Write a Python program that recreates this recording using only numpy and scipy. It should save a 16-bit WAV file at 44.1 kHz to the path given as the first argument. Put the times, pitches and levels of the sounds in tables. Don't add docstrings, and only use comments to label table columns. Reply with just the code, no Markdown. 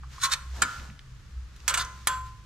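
import sys
import numpy as np
from scipy import signal
from scipy.fft import rfft, irfft
from scipy.io import wavfile
from scipy.ndimage import uniform_filter1d

SR = 44100
rng = np.random.default_rng(int(sys.argv[2]) if len(sys.argv) > 2 else 0)


def unload_wav(signal):
    wavfile.write(
        sys.argv[1],
        SR,
        np.round(np.clip(np.atleast_2d(signal).T, -1, 1) * 32767).astype(np.int16),
    )


N = 108045
TOP_HZ, STEEL_SKEW_RAD = 16000, 0.32

# frequency in Hz, gain in dB.
LEAF_SPECTRUM = [(200, -5.5), (500, -8.5), (1300, 6), (2500, 0.5), (4500, 0), (7000, -2.5), (10000, -16),
                 (13000, -15), (16000, -43)]


def blows(size=2600, onset_samples=300, crack_gain=0.54, crack_peak_s=0.00096, crack_low_hz=1080):
    # start in seconds, clash level in dB, tilt in dB per octave, chatter decay in seconds,
    # then clang, first blade, second blade, guard and left-over-right levels in dB.
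    hits = [(0.6195, -16.5, -2, 0.0016, -32, -60, -48, -12, 1.5),
            (1.6791, -18, 0.6, 0.012, -23, -38, -39, -34, -2),
            (1.6965, -25.5, -1, .004, -42, -44, -43, -55, 1),
            (1.7403, -20.5, -1, .009, -32, -37, -43, -38, 0.5),
            (1.7742, -22, -1, .010, -32, -35.5, -50, -48, 1.5),
            (2.0715, -16, 1.84, 0.00092, -27, -28.5, -45, -45, -0.5),
            (2.0832, -34, 3, .0015, -38, -46, -48, -52, 3)]
    # frequency in Hz, gain in dB.
    clash_spectrum = [(200, -27), (550, -15.5), (750, -15), (1000, -2.5), (1500, 0.5), (2000, -2.5),
                      (2300, 2), (2700, -4), (3600, -2), (5200, -3.5), (6800, 4), (8400, 6.5), (10000, -7),
                      (12000, -2), (13500, -16), (16000, -23)]
    out, t = np.zeros((2, N)), seconds(size)
    hz, gain, tones = steel_modes(t60_at_3khz_s=0.074)
    crack_band = signal.butter(2, [crack_low_hz, TOP_HZ / 2], "band", fs=SR, output="sos")
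    crack_envelope = crack_gain * t / crack_peak_s * np.exp(1 - t / crack_peak_s)
    for at, db, tilt_db, chatter_s, clang_db, first_db, second_db, guard_db, pan_db in hits:
        force = friction(size) * np.exp(-t / chatter_s)
        force /= np.linalg.norm(force)
        force[0] += 1
        weights = gain * curve(clash_spectrum, hz) * undb(tilt_db * np.log2(hz))
        clash = convolve(force, radiate(tones, weights, STEEL_SKEW_RAD))
        crack = unit(signal.sosfilt(crack_band, rng.standard_normal(size))) * crack_envelope
        add(out, at, undb(db) * clash / np.std(clash[:, :onset_samples]), pan_db)
        add(out, at, undb(db) * crack, pan_db)
        add(out, at, undb(clang_db) * clang())
        add(out, at, blades(first_db, second_db) + undb(guard_db) * guard())
    return out


def slides(low_cut_hz=800):
    # peak time, rise and fall in seconds,
    # then scrape, clang, first blade, second blade and left-over-right levels in dB.
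    strokes = [(.247, 0.017, .011, -19.5, -30.5, -45, -32, 1), (0.33, .012, .009, -20, -36, -68, -43, -0.5),
               (1.812, .025, 0.01, -29, -39.5, -45.5, -33, 1)]
    # frequency in Hz, gain in dB.
    scrape_spectrum = [(200, -32), (750, -34), (1050, -4), (1450, 5.5), (2000, -0.5), (2500, -3.5),
                       (3200, -0.5), (3600, 7.5), (4500, 1.5), (6600, 3.5), (8500, 3), (10000, -5),
                       (12500, -6), (16000, -45)]
    out = np.zeros((2, N))
    hz, gain, tones = steel_modes(t60_at_3khz_s=0.04)
    highpass = signal.butter(4, low_cut_hz, "high", fs=SR, output="sos")
    for at, rise_s, fall_s, db, clang_db, first_db, second_db, pan_db in strokes:
        body = signal.sosfilt(highpass, radiate(tones, gain * curve(scrape_spectrum, hz), STEEL_SKEW_RAD))
        force = friction(N) * swell(at, rise_s, fall_s)
        add(out, 0, undb(db) * convolve(force, body / np.linalg.norm(body[0])), pan_db)
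        add(out, at - rise_s, blades(first_db, second_db))
        add(out, at - rise_s, undb(clang_db) * clang())
    return out


def steel_modes(t60_at_3khz_s, count=640, scatter_db=4):
    hz = np.linspace(np.sqrt(200), np.sqrt(TOP_HZ), count) ** 2
    hz = hz + np.gradient(hz) * rng.uniform(-0.42, 0.51, count)
    gain = np.sqrt(np.gradient(hz)) * undb(scatter_db * rng.standard_normal(count))
    t60_s = t60_at_3khz_s * (hz / 3000) ** -0.32
    return hz, gain, vibrate(hz, t60_s, size=6000)


def blades(first_db, second_db, attack_s=0.014):
    # mode frequency in Hz, gain in dB, t60 in seconds.
    first_modes = [(560, -27, .3), (962, -8, .3), (1028, 0, .5), (1269, -10, .48), (1322, -8, .28),
                   (1394, -9, .22), (1542, -7, .36), (1703, -9, .26), (2027, -10, .4), (2830, -17, .25),
                   (3343, -9, .31), (4463, -15, .41), (6476, -19, .42), (7402, -22, .4)]
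    second_modes = [(1002, -5, .2), (1077, -2, .2), (1417, 1, .17), (1483, 1, .16), (1688, -5, .2),
                    (1982, -4, .15), (3047, -16, .33), (3155, -5, .14), (3430, 1, .11), (3563, 4, .1),
                    (6220, -12, .6), (6440, -2, .13), (7643, -5, .11), (8345, -5, .1)]
    return undb(first_db) * ring(first_modes, attack_s) + undb(second_db) * ring(second_modes, attack_s)


def guard():
    # mode frequency in Hz, gain in dB, t60 in seconds.
    modes = [(1147, -7, 0.038), (1260, -26, 0.54), (1378, -20.5, 0.58), (1388, 7, 0.053), (1473, -28, 0.66),
             (1725, -35.5, 0.99), (1683, -6, 0.063), (2490, -11.5, 0.073), (3047, -37.5, 0.96),
             (5000, -42, 0.99), (6202, -38, 0.82)]
    return ring(modes, attack_s=0.0016)


def clang(t60_s=0.34, attack_s=0.021):
    # frequency in Hz, gain in dB.
    spectrum = [(300, -37), (550, -10), (780, -29.5), (950, 1), (1120, -3.5), (1400, 7), (1750, -5.5),
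                (1900, -10), (2200, -9.5), (3200, -12.5), (6000, -20), (9000, -40), (14000, -60)]
    return noise(spectrum, width=0.32) * bloom(attack_s, t60_s)


def ring(modes, attack_s, scatter_db=5):
    hz, db, t60_s = np.array(modes, float).T
    gain = undb(db + scatter_db * rng.standard_normal(len(hz)))
    sound = radiate(vibrate(hz, t60_s, size=32000), gain, STEEL_SKEW_RAD / 2)
    return sound * (1 - np.exp(-seconds(sound.shape[1]) / attack_s))


def vibrate(hz, t60_s, size):
    return np.exp(np.outer(2j * np.pi * hz - np.log(1000) / t60_s, seconds(size)).astype(np.complex64))


def radiate(tones, gain, skew_rad):
    phase = rng.uniform(0, 2 * np.pi, len(gain))
    skew = skew_rad * rng.standard_normal(len(gain))
    weights = gain * np.exp(1j * (phase + np.array([skew, -skew])))
    return (weights.astype(np.complex64) @ tones).real


def friction(size, grain_db=4.5):
    impacts = rng.standard_normal(size)
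    return unit(impacts * undb(grain_db * np.minimum(rng.exponential(size=size), 2 * np.pi)))


def ticks(size=3000):
    # start in seconds, level in dB, centre in Hz, bandwidth in octaves, t60 in seconds.
    clicks = [(0.033, -44.5, 1130, 0.45, 0.091), (0.181, -37, 1115, 0.27, 0.034),
              (.216, -34, 4000, 1.4, 0.023), (0.797, -40, 2560, 1.1, .02), (0.9, -44, 2280, 0.6, .02),
              (0.9926, -37, 2400, 1.3, 0.01), (1.563, -47, 4500, 2.4, 0.021),
              (1.6028, -45, 2380, 2.2, .014), (1.848, -36.5, 6530, 0.61, 0.036)]
    out, t = np.zeros((2, N)), seconds(size)
    for at, db, hz, octaves, t60_s in clicks:
        edges_hz = np.minimum(hz * 2 ** (np.array([-octaves, octaves]) / 2), TOP_HZ)
        band = signal.butter(2, edges_hz, "band", fs=SR, output="sos")
        fade = np.exp(-np.log(1000) * t / t60_s)
        click = signal.sosfilt(band, rng.standard_normal(size) * fade)
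        add(out, at, undb(db) * click * np.linalg.norm(fade) / np.linalg.norm(click))
    return out


def place_right(swords, left_delay_s=0.000039):
    # frequency in Hz, gain in dB.
    left_shade = [(2500, -1), (5000, 1), (8000, -5.5), (12000, -10.5), (16000, -8)]
    hz = np.fft.rfftfreq(N, 1 / SR)
    delay = np.exp(-2j * np.pi * hz * left_delay_s)
    left = irfft(rfft(swords[0]) * curve(left_shade, hz) * delay, N)
    return np.array([left, swords[1]])


def yard_echo(x, gain_db=-17, t60_s=0.48, attack_s=0.0043):
    # frequency in Hz, gain in dB.
    spectrum = [(200, 16), (700, 7.5), (1400, 6.5), (3000, -4), (6500, -4), (10000, -7.5), (16000, -5)]
    tail = noise(spectrum, width=1.27) * bloom(attack_s, t60_s)
    return undb(gain_db) * convolve(x.mean(axis=0), tail / np.linalg.norm(tail[0]))


def rustle():
    # time in seconds, level in dB.
    levels = [(0, -65.5), (.09, -61), (.135, -49.5), (.2, -53), (.42, -59), (.53, -53.5), (0.573, -45.5),
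              (.6, -48), (.74, -45.5), (.88, -54.5), (.96, -63), (1.5, -62.5), (1.66, -56), (2.02, -54.5),
              (2.22, -63), (2.265, -53.5), (2.33, -61.5), (2.45, -63)]
    grain = unit(np.sqrt(uniform_filter1d(np.abs(friction(N)), size=50) + 1e-9))
    return noise(LEAF_SPECTRUM, width=0.78) * grain * undb(np.interp(seconds(N), *np.array(levels).T))


def footfalls(thud_rise_s=0.0072, thud_fall_s=0.035):
    # peak time, rise and fall in seconds, level in dB.
    steps = [(0.596, 0.033, .015, -43), (0.626, 0.0076, 0.021, -38), (.81, 0.033, 0.084, -51.5),
             (1.74, 0.069, 0.14, -51.5)]
    # peak time in seconds, level in dB.
    heels = [(0.661, -44.5), (0.801, -46), (0.894, -48), (1.80, -54)]
    # frequency in Hz, gain in dB.
    scuff_spectrum = [(120, 7.5), (280, -4), (450, -2), (700, -1), (1200, -3), (4000, -43), (12000, -65)]
    thud_spectrum = [(60, -16), (110, 3.5), (185, 1), (270, -7.5), (450, -49), (1500, -72)]
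    scuff_gain = sum(undb(db) * swell(at, rise_s, fall_s) for at, rise_s, fall_s, db in steps)
    thud_gain = sum(undb(db) * swell(at, thud_rise_s, thud_fall_s) for at, db in heels)
    return noise(scuff_spectrum, width=0.45) * scuff_gain + noise(thud_spectrum, width=0.58) * thud_gain


def crackles(count=70, floor_db=-69, spread_db=3.5, decay_s=0.0012):
    snaps = np.zeros(N)
    snap_db = floor_db + spread_db * np.minimum(rng.exponential(size=count), np.pi)
    snaps[rng.integers(0, N, count)] = undb(snap_db)
    return noise(LEAF_SPECTRUM, width=0.7) * convolve(snaps, np.exp(-seconds(500) / decay_s)[None])


def engine(drone_hz=64.15, drone_trim_db=1):
    # time in seconds, level before trim in dB.
    drone_levels = [(0.0, -44), (0.07, -41), (0.14, -56), (0.37, -77), (0.4, -46), (0.54, -34), (0.73, -59),
                    (0.79, -41), (1.23, -69), (1.38, -34.5), (1.6, -60.5), (1.68, -43.5), (1.87, -44),
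                    (1.92, -56), (2.21, -41), (2.45, -58)]
    # time in seconds, pitch in Hz, level in dB.
    hum_track = [(0, 130.4, -54), (.45, 133, -64), (.95, 131.3, -63), (1.12, 128.3, -49.5),
                 (1.3, 123.5, -61.5), (1.55, 125.4, -72), (1.8, 115.1, -50.5), (2.0, 110.2, -61),
                 (2.25, 112.7, -48), (2.45, 105, -56)]
    t = seconds(N)
    times, hum_hz, hum_db = np.array(hum_track).T
    drone = wandering_tone(drone_hz, drone_trim_db + np.interp(t, *np.array(drone_levels).T))
    hum = wandering_tone(np.interp(t, times, hum_hz), np.interp(t, times, hum_db))
    return drone + hum


def wandering_tone(hz, db, depth=0.0125):
    wander = unit(uniform_filter1d(rng.standard_normal(N), size=6000))
    return np.sqrt(2) * undb(db) * np.sin(2 * np.pi * np.cumsum(hz * (1 + depth * wander)) / SR)


def ambience(rumble_db=-49, air_db=-61.5):
    # frequency in Hz, gain in dB.
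    rumble_spectrum = [(15, -28), (28, 8), (38, -0.5), (50, 7.5), (85, 2), (115, -5), (135, 2.5),
                       (160, -10.5), (185, -7), (210, -16.5), (320, -41), (1000, -82)]
    air_spectrum = [(100, -28), (200, 1.5), (300, 0.5), (480, -4.5), (700, -11), (1250, -0.5), (2000, -6.5),
                    (4000, -12), (7000, -19), (10000, -24), (13000, -37), (14500, -43), (16000, -60)]
    rumble = undb(rumble_db) * noise(rumble_spectrum, width=0.1)
    return rumble + undb(air_db) * noise(air_spectrum, width=1.48)


def noise(spectrum, width, bass_width=0.23, widen_hz=1790):
    hz = np.fft.rfftfreq(N, 1 / SR)
    mid, side = rfft(rng.standard_normal((2, N)))
    side = side * np.hypot(bass_width, width * hz / (hz + widen_hz))
    return unit(irfft(np.array([mid + side, mid - side]) * curve(spectrum, hz), N))


def curve(spectrum, hz):
    knots_hz, db = np.array(spectrum, float).T
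    return undb(np.interp(np.log(np.maximum(hz, 1)), np.log(knots_hz), db))


def swell(at, rise_s, fall_s):
    t = seconds(N) - at
    return np.exp(1 - np.hypot(1, t / np.where(t < 0, rise_s, fall_s) * np.sqrt(2)))


def bloom(attack_s, t60_s):
    t = seconds(N)
    return np.exp(-np.log(1000) * t / t60_s) * (1 - np.exp(-t / attack_s))


def add(out, at, sound, pan_db=0):
    i = max(int(at * SR), 0)
    out[:, i:i + sound.shape[-1]] += sound[..., :N - i] * undb(np.array([[pan_db], [-pan_db]]) / 2)


def convolve(x, response):
    return signal.fftconvolve(np.atleast_2d(x), response, axes=1)[:, :N]


def undb(db):
    return 10 ** (np.asarray(db) / 20)


def unit(x):
    return x / np.sqrt(np.mean(x ** 2))


def seconds(size):
    return np.arange(size) / SR


def scene():
    swords = blows() + slides() + ticks()
    fencing = place_right(swords) + yard_echo(swords) + rustle() + footfalls() + crackles()
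    return fencing + engine() + ambience()


def record(dry):
    return signal.sosfilt(signal.ellip(8, .2, 70, TOP_HZ, fs=SR, output="sos"), dry)


dry = scene()
out = record(dry)
unload_wav(out)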